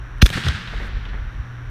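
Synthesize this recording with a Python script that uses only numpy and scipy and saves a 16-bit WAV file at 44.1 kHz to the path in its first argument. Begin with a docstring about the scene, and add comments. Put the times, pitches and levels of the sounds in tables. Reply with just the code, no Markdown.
"""A firework shell leaves its tube in an open field at night: ragged cracks of shaped noise
with sizzle, a ringing tube (decaying sines) and a deep thump (a sine that falls in pitch).
Low pulses, a rolling hiss from the trees and dull noise bursts from far walls answer it.
Behind lie wind rumble on the microphone, night air and a thin treble hiss (coloured noise),
and the lamps' faint hum and buzz (a sine and repeated resonant spits)."""
import sys
import numpy as np
from scipy import signal
from scipy.fft import irfft
from scipy.io import wavfile

SR = 44100
rng = np.random.default_rng(int(sys.argv[2]) if len(sys.argv) > 2 else 0)


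def digitize_waveform(pressure):
    """Quantize a signal to 16-bit integers and store it at the path in sys.argv[1].

    Rows of a 2-D input are taken as channels; values are limited to [-1, 1].
    """
    field = np.atleast_2d(pressure).T
    bounded = np.clip(field, -1, 1)
    quanta = np.round(bounded * 32767).astype(np.int16)
    wavfile.write(sys.argv[1], SR, quanta)


N = 74970
T = np.arange(N) / SR  # time axis [s]

# Sharp cracks: fuse tick, ignition, launch, second crack, then small snaps:
# (start [s], length [s], level [dB], treble shelf [dB], bass shelf [dB])
CRACKS = [(.183, .001, -54, 16, 0), (0.2136, 0.0025, -30, -9, 5), (0.2174, 0.0039, -11.5, -3.5, -6),
          (0.2225, 0.0024, -8.5, 1, -8), (0.2247, 0.0021, -10, -9, 9), (.2570, 0.0018, -19.5, 6, 18),
          (0.2612, 0.0017, -15, 3.5, 10.5), (0.265, 0.0022, -17, 2, 9.5), (0.291, 0.00099, -24, 5, -12),
          (0.3022, .0015, -21, 1.5, 13), (.4842, 0.0036, -20, 3, 3)]
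# Spectrum of the crack gas: (frequency [Hz], level [dB])
CRACK_COLOUR = [(150, -5), (330, -6), (480, -5.5), (850, -18), (1200, 1), (1650, 7), (1950, 1.5),
                (2130, -5), (2400, 6), (3000, 2), (3500, 3), (4150, -1.5), (4600, -10.5), (5100, -1.5),
                (5400, -14), (5950, -5), (7000, -16), (9500, -13.5), (10500, -23), (12000, -15.5),
                (14500, -20.5)]
CRACK_RISE_S, CRACK_FALL_S = 0.00031, 0.001
# Later snaps come from farther off and lose their top: loss at 12 kHz per second after the launch
SNAP_DULLING_DB_PER_S = 42
# Gas sizzling after the two big cracks: (start [s], decay [s], level [dB])
SIZZLES = [(.219, 0.017, -26.5), (.2615, 0.0064, -32.5)]
# Spectrum of the sizzle: (frequency [Hz], level [dB])
SIZZLE_COLOUR = [(800, -17), (3000, 6), (6000, 9), (7500, -7), (12000, 1), (15000, -10)]

# Resonances of the launch tube: (frequency [Hz], level [dB], time to fall 60 dB [s])
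TUBE_MODES = [(1555, -12, 0.084), (1900, -28, 0.063), (2396, -7, 0.012), (2544, 8, 0.031),
              (2740, -11, 0.077), (3460, 11.5, 0.022), (3720, -26, .028), (3880, -9, .036),
              (5150, -15, .025), (5980, -3, 0.023)]
# The two big cracks set the tube ringing: (time [s], level [dB])
TUBE_STRIKES = [(0.223, -24), (0.2601, -27.5)]

# Thump of escaping gas: it starts at END + SWEEP Hz and sags to END; the hold counts from its start
THUMP_START_S, THUMP_DB = 0.226, 1.5
THUMP_END_HZ, THUMP_SWEEP_HZ, THUMP_SAG_S = 43.2, 245, 0.00434
THUMP_RISE_S, THUMP_HOLD_S, THUMP_FALL_S = 0.0028, 0.018, 0.01

# Low booms thrown back by the surroundings: (centre time [s], pitch [Hz], width [s], level [dB])
BOOMS = [(0.3103, 122, 0.0048, -17.5), (0.3586, 95, 0.0036, -16), (.382, 116, 0.0043, -21),
         (0.4552, 130, 0.0062, -16.5), (0.4692, 101.4, 0.011, -15), (0.4792, 109, 0.0067, -15),
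         (0.4939, 86, 0.0062, -10.5), (0.5081, 61, 0.011, -17.5), (.552, 98, 0.0074, -18.5)]

# Waves of scattered echo from the trees: (arrival [s], rise [s], decay [s], level [dB])
TREES = [(0.274, 0.0073, 0.27, -35.5), (0.322, 0.012, 0.16, -25.5), (0.366, 0.0023, 0.018, -27),
         (0.434, 0.018, 0.17, -25.5), (.62, 0.12, 0.4, -35), (1.08, 0.014, 0.013, -36)]
# Spectrum of the tree echo before air loss: (frequency [Hz], level [dB])
TREE_COLOUR = [(60, -15), (180, 11), (300, -11), (500, -13.5), (850, -10.5), (1200, -4.5), (1600, 4.5),
               (2300, -2.5), (3600, -1.5), (5000, -8), (7000, -14.5), (9000, -14.5), (11000, -20),
               (15000, -20)]
# Air loss at 5 kHz, the power by which it grows with frequency, and the unevenness of the echo
AIR_DB_PER_S_AT_5K, AIR_POWER, TWIG_SPREAD_DB = 13, 1.9, 1.5

# Dull knocks from far walls: (arrival [s], decay [s], level [dB])
WALLS = [(.306, 0.032, -40.5), (0.372, 0.0076, -19.5), (.464, 0.016, -26.5), (.552, 0.0075, -62),
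         (.655, 0.039, -50), (.733, 0.022, -35), (.8, 0.084, -34.5), (1.055, 0.058, -43.5),
         (1.13, 0.039, -36.5)]
# Spectrum of the knocks: (frequency [Hz], level [dB])
WALL_COLOUR = [(60, -13), (180, 3), (280, 2), (400, 1), (550, -3), (720, -5.5), (950, -9), (2000, -3.5),
               (8000, -64)]
# Short, dull slaps of echo: (arrival [s], decay [s], level [dB])
SLAPS = [(.327, 0.0034, -25), (.371, 0.0033, -33), (.4355, .003, -25), (.673, 0.012, -34),
         (1.052, 0.0063, -37)]
# Spectrum of the slaps: (frequency [Hz], level [dB])
SLAP_COLOUR = [(500, -16), (1600, -6), (2750, 2), (3700, -0.5), (5000, -19), (12000, -45)]

# Wind rumble on the microphone: (time [s], level [dB])
WIND_LEVEL = [(0, -33), (.2, -32.5), (.62, -44), (.76, -26), (.92, -29.5), (.98, -22.5), (1.1, -31),
              (1.23, -25), (1.32, -37), (1.39, -20), (1.46, -44), (1.7, -31)]
# Spectrum of the wind: (frequency [Hz], level [dB])
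WIND_COLOUR = [(10, -20.5), (25, -6), (42, 6), (65, -3), (100, -9.5), (160, -21.5), (400, -49),
               (2000, -103)]

# Lamp hum over time: (time [s], level [dB])
HUM_LEVEL = [(0, -40), (.6, -39), (1.2, -44), (1.45, -36), (1.62, -33.5), (1.7, -37)]
# Resonances of the lamp buzz: (frequency [Hz], width [Hz], level [dB])
BUZZ = [(1806, 83, -63.5), (3000, 140, -71), (3670, 150, -68), (5670, 210, -66)]
HUM_HZ = 120  # the buzz spits at this rate too

# Thin treble hiss: (time [s], level [dB])
TOP_HISS_LEVEL = [(.21, -100), (.23, -46), (.55, -62), (.68, -68), (.88, -60.5), (.905, -100)]
# Spectrum of the treble hiss: (frequency [Hz], level [dB])
TOP_HISS_COLOUR = [(2000, -30), (6000, 6), (15000, -5)]
# Spectrum of the night air: (frequency [Hz], level [dB])
AIR_COLOUR = [(20, 14.5), (150, 4), (280, 5.5), (420, -1), (700, -3), (1050, 1), (1550, 6), (2100, -3),
              (3000, -10.5), (4000, -16.5), (5000, -27.5), (6300, -25), (7500, -32.5), (15000, -36.5),
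              (20000, -45)]
NIGHT_AIR_DB = -42.5

CEILING, EDGE_HZ = 1.0, 15100  # peak limit [full scale] and top of the band


def amp(db):
    """Turns decibels into gain."""
    return 10 ** (np.asarray(db) / 20)


def unit(x):
    """Scales a signal to rms 1."""
    return x / np.sqrt(np.mean(x ** 2) + 1e-20)


def read(points, hz):
    """Reads a spectrum in dB on a log-frequency axis."""
    f, db = np.transpose(points)
    return np.interp(np.log(hz + 1), np.log(f + 1), db)


def level(points):
    """Draws gain over time from a level curve."""
    return amp(np.interp(T, *np.transpose(points)))


def noise(colour, treble_db=0, bass_db=0, dull_db=0):
    """Coloured noise of rms 1, with treble and bass shelves and a loss at the very top."""
    hz = np.fft.rfftfreq(N, 1 / SR)
    shelf_gains = [bass_db, 0, 0, treble_db, treble_db - dull_db]
    shelves = np.interp(hz, [600, 1200, 4000, 7500, 12000], shelf_gains)
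    phases = np.exp(2j * np.pi * rng.random(len(hz)))
    return unit(irfft(amp(read(colour, hz) + shelves) * phases, N))


def envelope(start, rise, hold, fall):
    """Straight rise, then an exponential fall that begins `hold` seconds after the start."""
    attack = np.clip((T - start) / rise, 0, 1)
    return attack * np.exp(-np.maximum(T - start - hold, 0) / fall)


def puffs(rows, colour, rise):
    """Bursts of coloured noise that rise quickly and die away."""
    return noise(colour) * sum(amp(db) * envelope(s, rise, rise, fall) for s, fall, db in rows)


def cracks():
    """Ragged bursts of gas; the two big ones leave a short sizzle."""
    out = puffs(SIZZLES, SIZZLE_COLOUR, rise=0.006)
    for start, length, db, treble_db, bass_db in CRACKS:
        shape = envelope(start, CRACK_RISE_S, length, CRACK_FALL_S)
        dull_db = SNAP_DULLING_DB_PER_S * max(start - THUMP_START_S, 0)
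        gas = noise(CRACK_COLOUR, treble_db, bass_db, dull_db)
        # each burst keeps the energy of its envelope, whatever the noise does inside it
        out += amp(db) * unit(shape * gas) * np.sqrt(np.mean(shape ** 2))
    return out


def tube(rise=0.0014):
    """The launch tube's resonances ring briefly, with a hollow tone."""
    out = np.zeros(N)
    for start, hit_db in TUBE_STRIKES:
        for hz, db, t60 in TUBE_MODES:
            ring = np.sin(2 * np.pi * (hz * T + rng.random()))
            out += amp(hit_db + db) * envelope(start, rise, rise, t60 / np.log(1000)) * ring
    return out


def thump():
    """One heavy pressure swing that slows as the tube empties."""
    t = np.maximum(T - THUMP_START_S, 0)
    sweep_turns = THUMP_SWEEP_HZ * THUMP_SAG_S * (1 - np.exp(-t / THUMP_SAG_S))
    turns = THUMP_END_HZ * t + sweep_turns
    shape = envelope(THUMP_START_S, THUMP_RISE_S, THUMP_HOLD_S, THUMP_FALL_S)
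    return -amp(THUMP_DB) * shape * np.sin(2 * np.pi * turns)


def booms():
    """The thump comes back as short, rounded low pulses."""
    out = np.zeros(N)
    for centre, hz, width, db in BOOMS:
        t = T - centre
        out -= amp(db) * np.exp(-(t / width) ** 2) * np.cos(2 * np.pi * hz * t)
    return out


def trees():
    """Dense small reflections arrive in waves, duller the farther they have come."""
    # the strength of the echo is redrawn every 32 samples
    patches = amp(TWIG_SPREAD_DB * rng.standard_normal(N // 32 + 1))
    taps = rng.standard_normal(N) * np.repeat(patches, 32)[:N]
    hz, t, spectrum = signal.stft(unit(taps), SR, nperseg=512)
    colour = unit(amp(read(TREE_COLOUR, hz)))[:, None]
    air_loss_db = AIR_DB_PER_S_AT_5K * (hz[:, None] / 5000) ** AIR_POWER * np.maximum(t - THUMP_START_S, 0)
    hiss = signal.istft(spectrum * colour * amp(-air_loss_db), SR, nperseg=512)[1][:N]
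    # the waves add as power
    power = sum((amp(db) * envelope(s, rise, rise, fall)) ** 2 for s, rise, fall, db in TREES)
    return hiss * np.sqrt(power)


def walls():
    """Far walls return the bang as dull noise bursts: knocks and slaps."""
    knocks = puffs(WALLS, WALL_COLOUR, rise=0.0025)
    slaps = puffs(SLAPS, SLAP_COLOUR, rise=0.0014)
    return knocks + slaps


def wind():
    """Gusts rumble on the microphone: low noise that swells and sinks."""
    return level(WIND_LEVEL) * noise(WIND_COLOUR)


def lamps():
    """Mains hum, and a buzz whose harmonics gather in a few resonances."""
    out = np.sqrt(2) * level(HUM_LEVEL) * np.sin(2 * np.pi * HUM_HZ * T)  # level is rms
    t = T[:SR // 50]
    for hz, width, db in BUZZ:
        spit = t * np.exp(-2 * np.pi * width * t) * np.sin(2 * np.pi * hz * t)
        out += amp(db) * unit(np.interp(T % (1 / HUM_HZ), t, spit))  # one spit per hum cycle
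    return out


def treble_hiss():
    """A thin treble hiss joins the bang and lingers after it."""
    return level(TOP_HISS_LEVEL) * noise(TOP_HISS_COLOUR)


def night_air():
    """The steady, distant noise of the night."""
    return amp(NIGHT_AIR_DB) * noise(AIR_COLOUR)


def scene():
    """The launch, its echoes and the field."""
    launch = cracks() + tube() + thump()
    echoes = booms() + trees() + walls()
    field = wind() + lamps() + treble_hiss() + night_air()
    return (launch + echoes + field)[None]


def record(dry):
    """The microphone rounds off the highest peaks; then a low-pass limits the band."""
    held = dry / (1 + (dry / CEILING) ** 8) ** (1 / 8)
    lowpass = signal.firwin(255, EDGE_HZ, window=("kaiser", 9), fs=SR)
    return signal.oaconvolve(held, lowpass[None], "same")


dry = scene()
out = record(dry)
digitize_waveform(out)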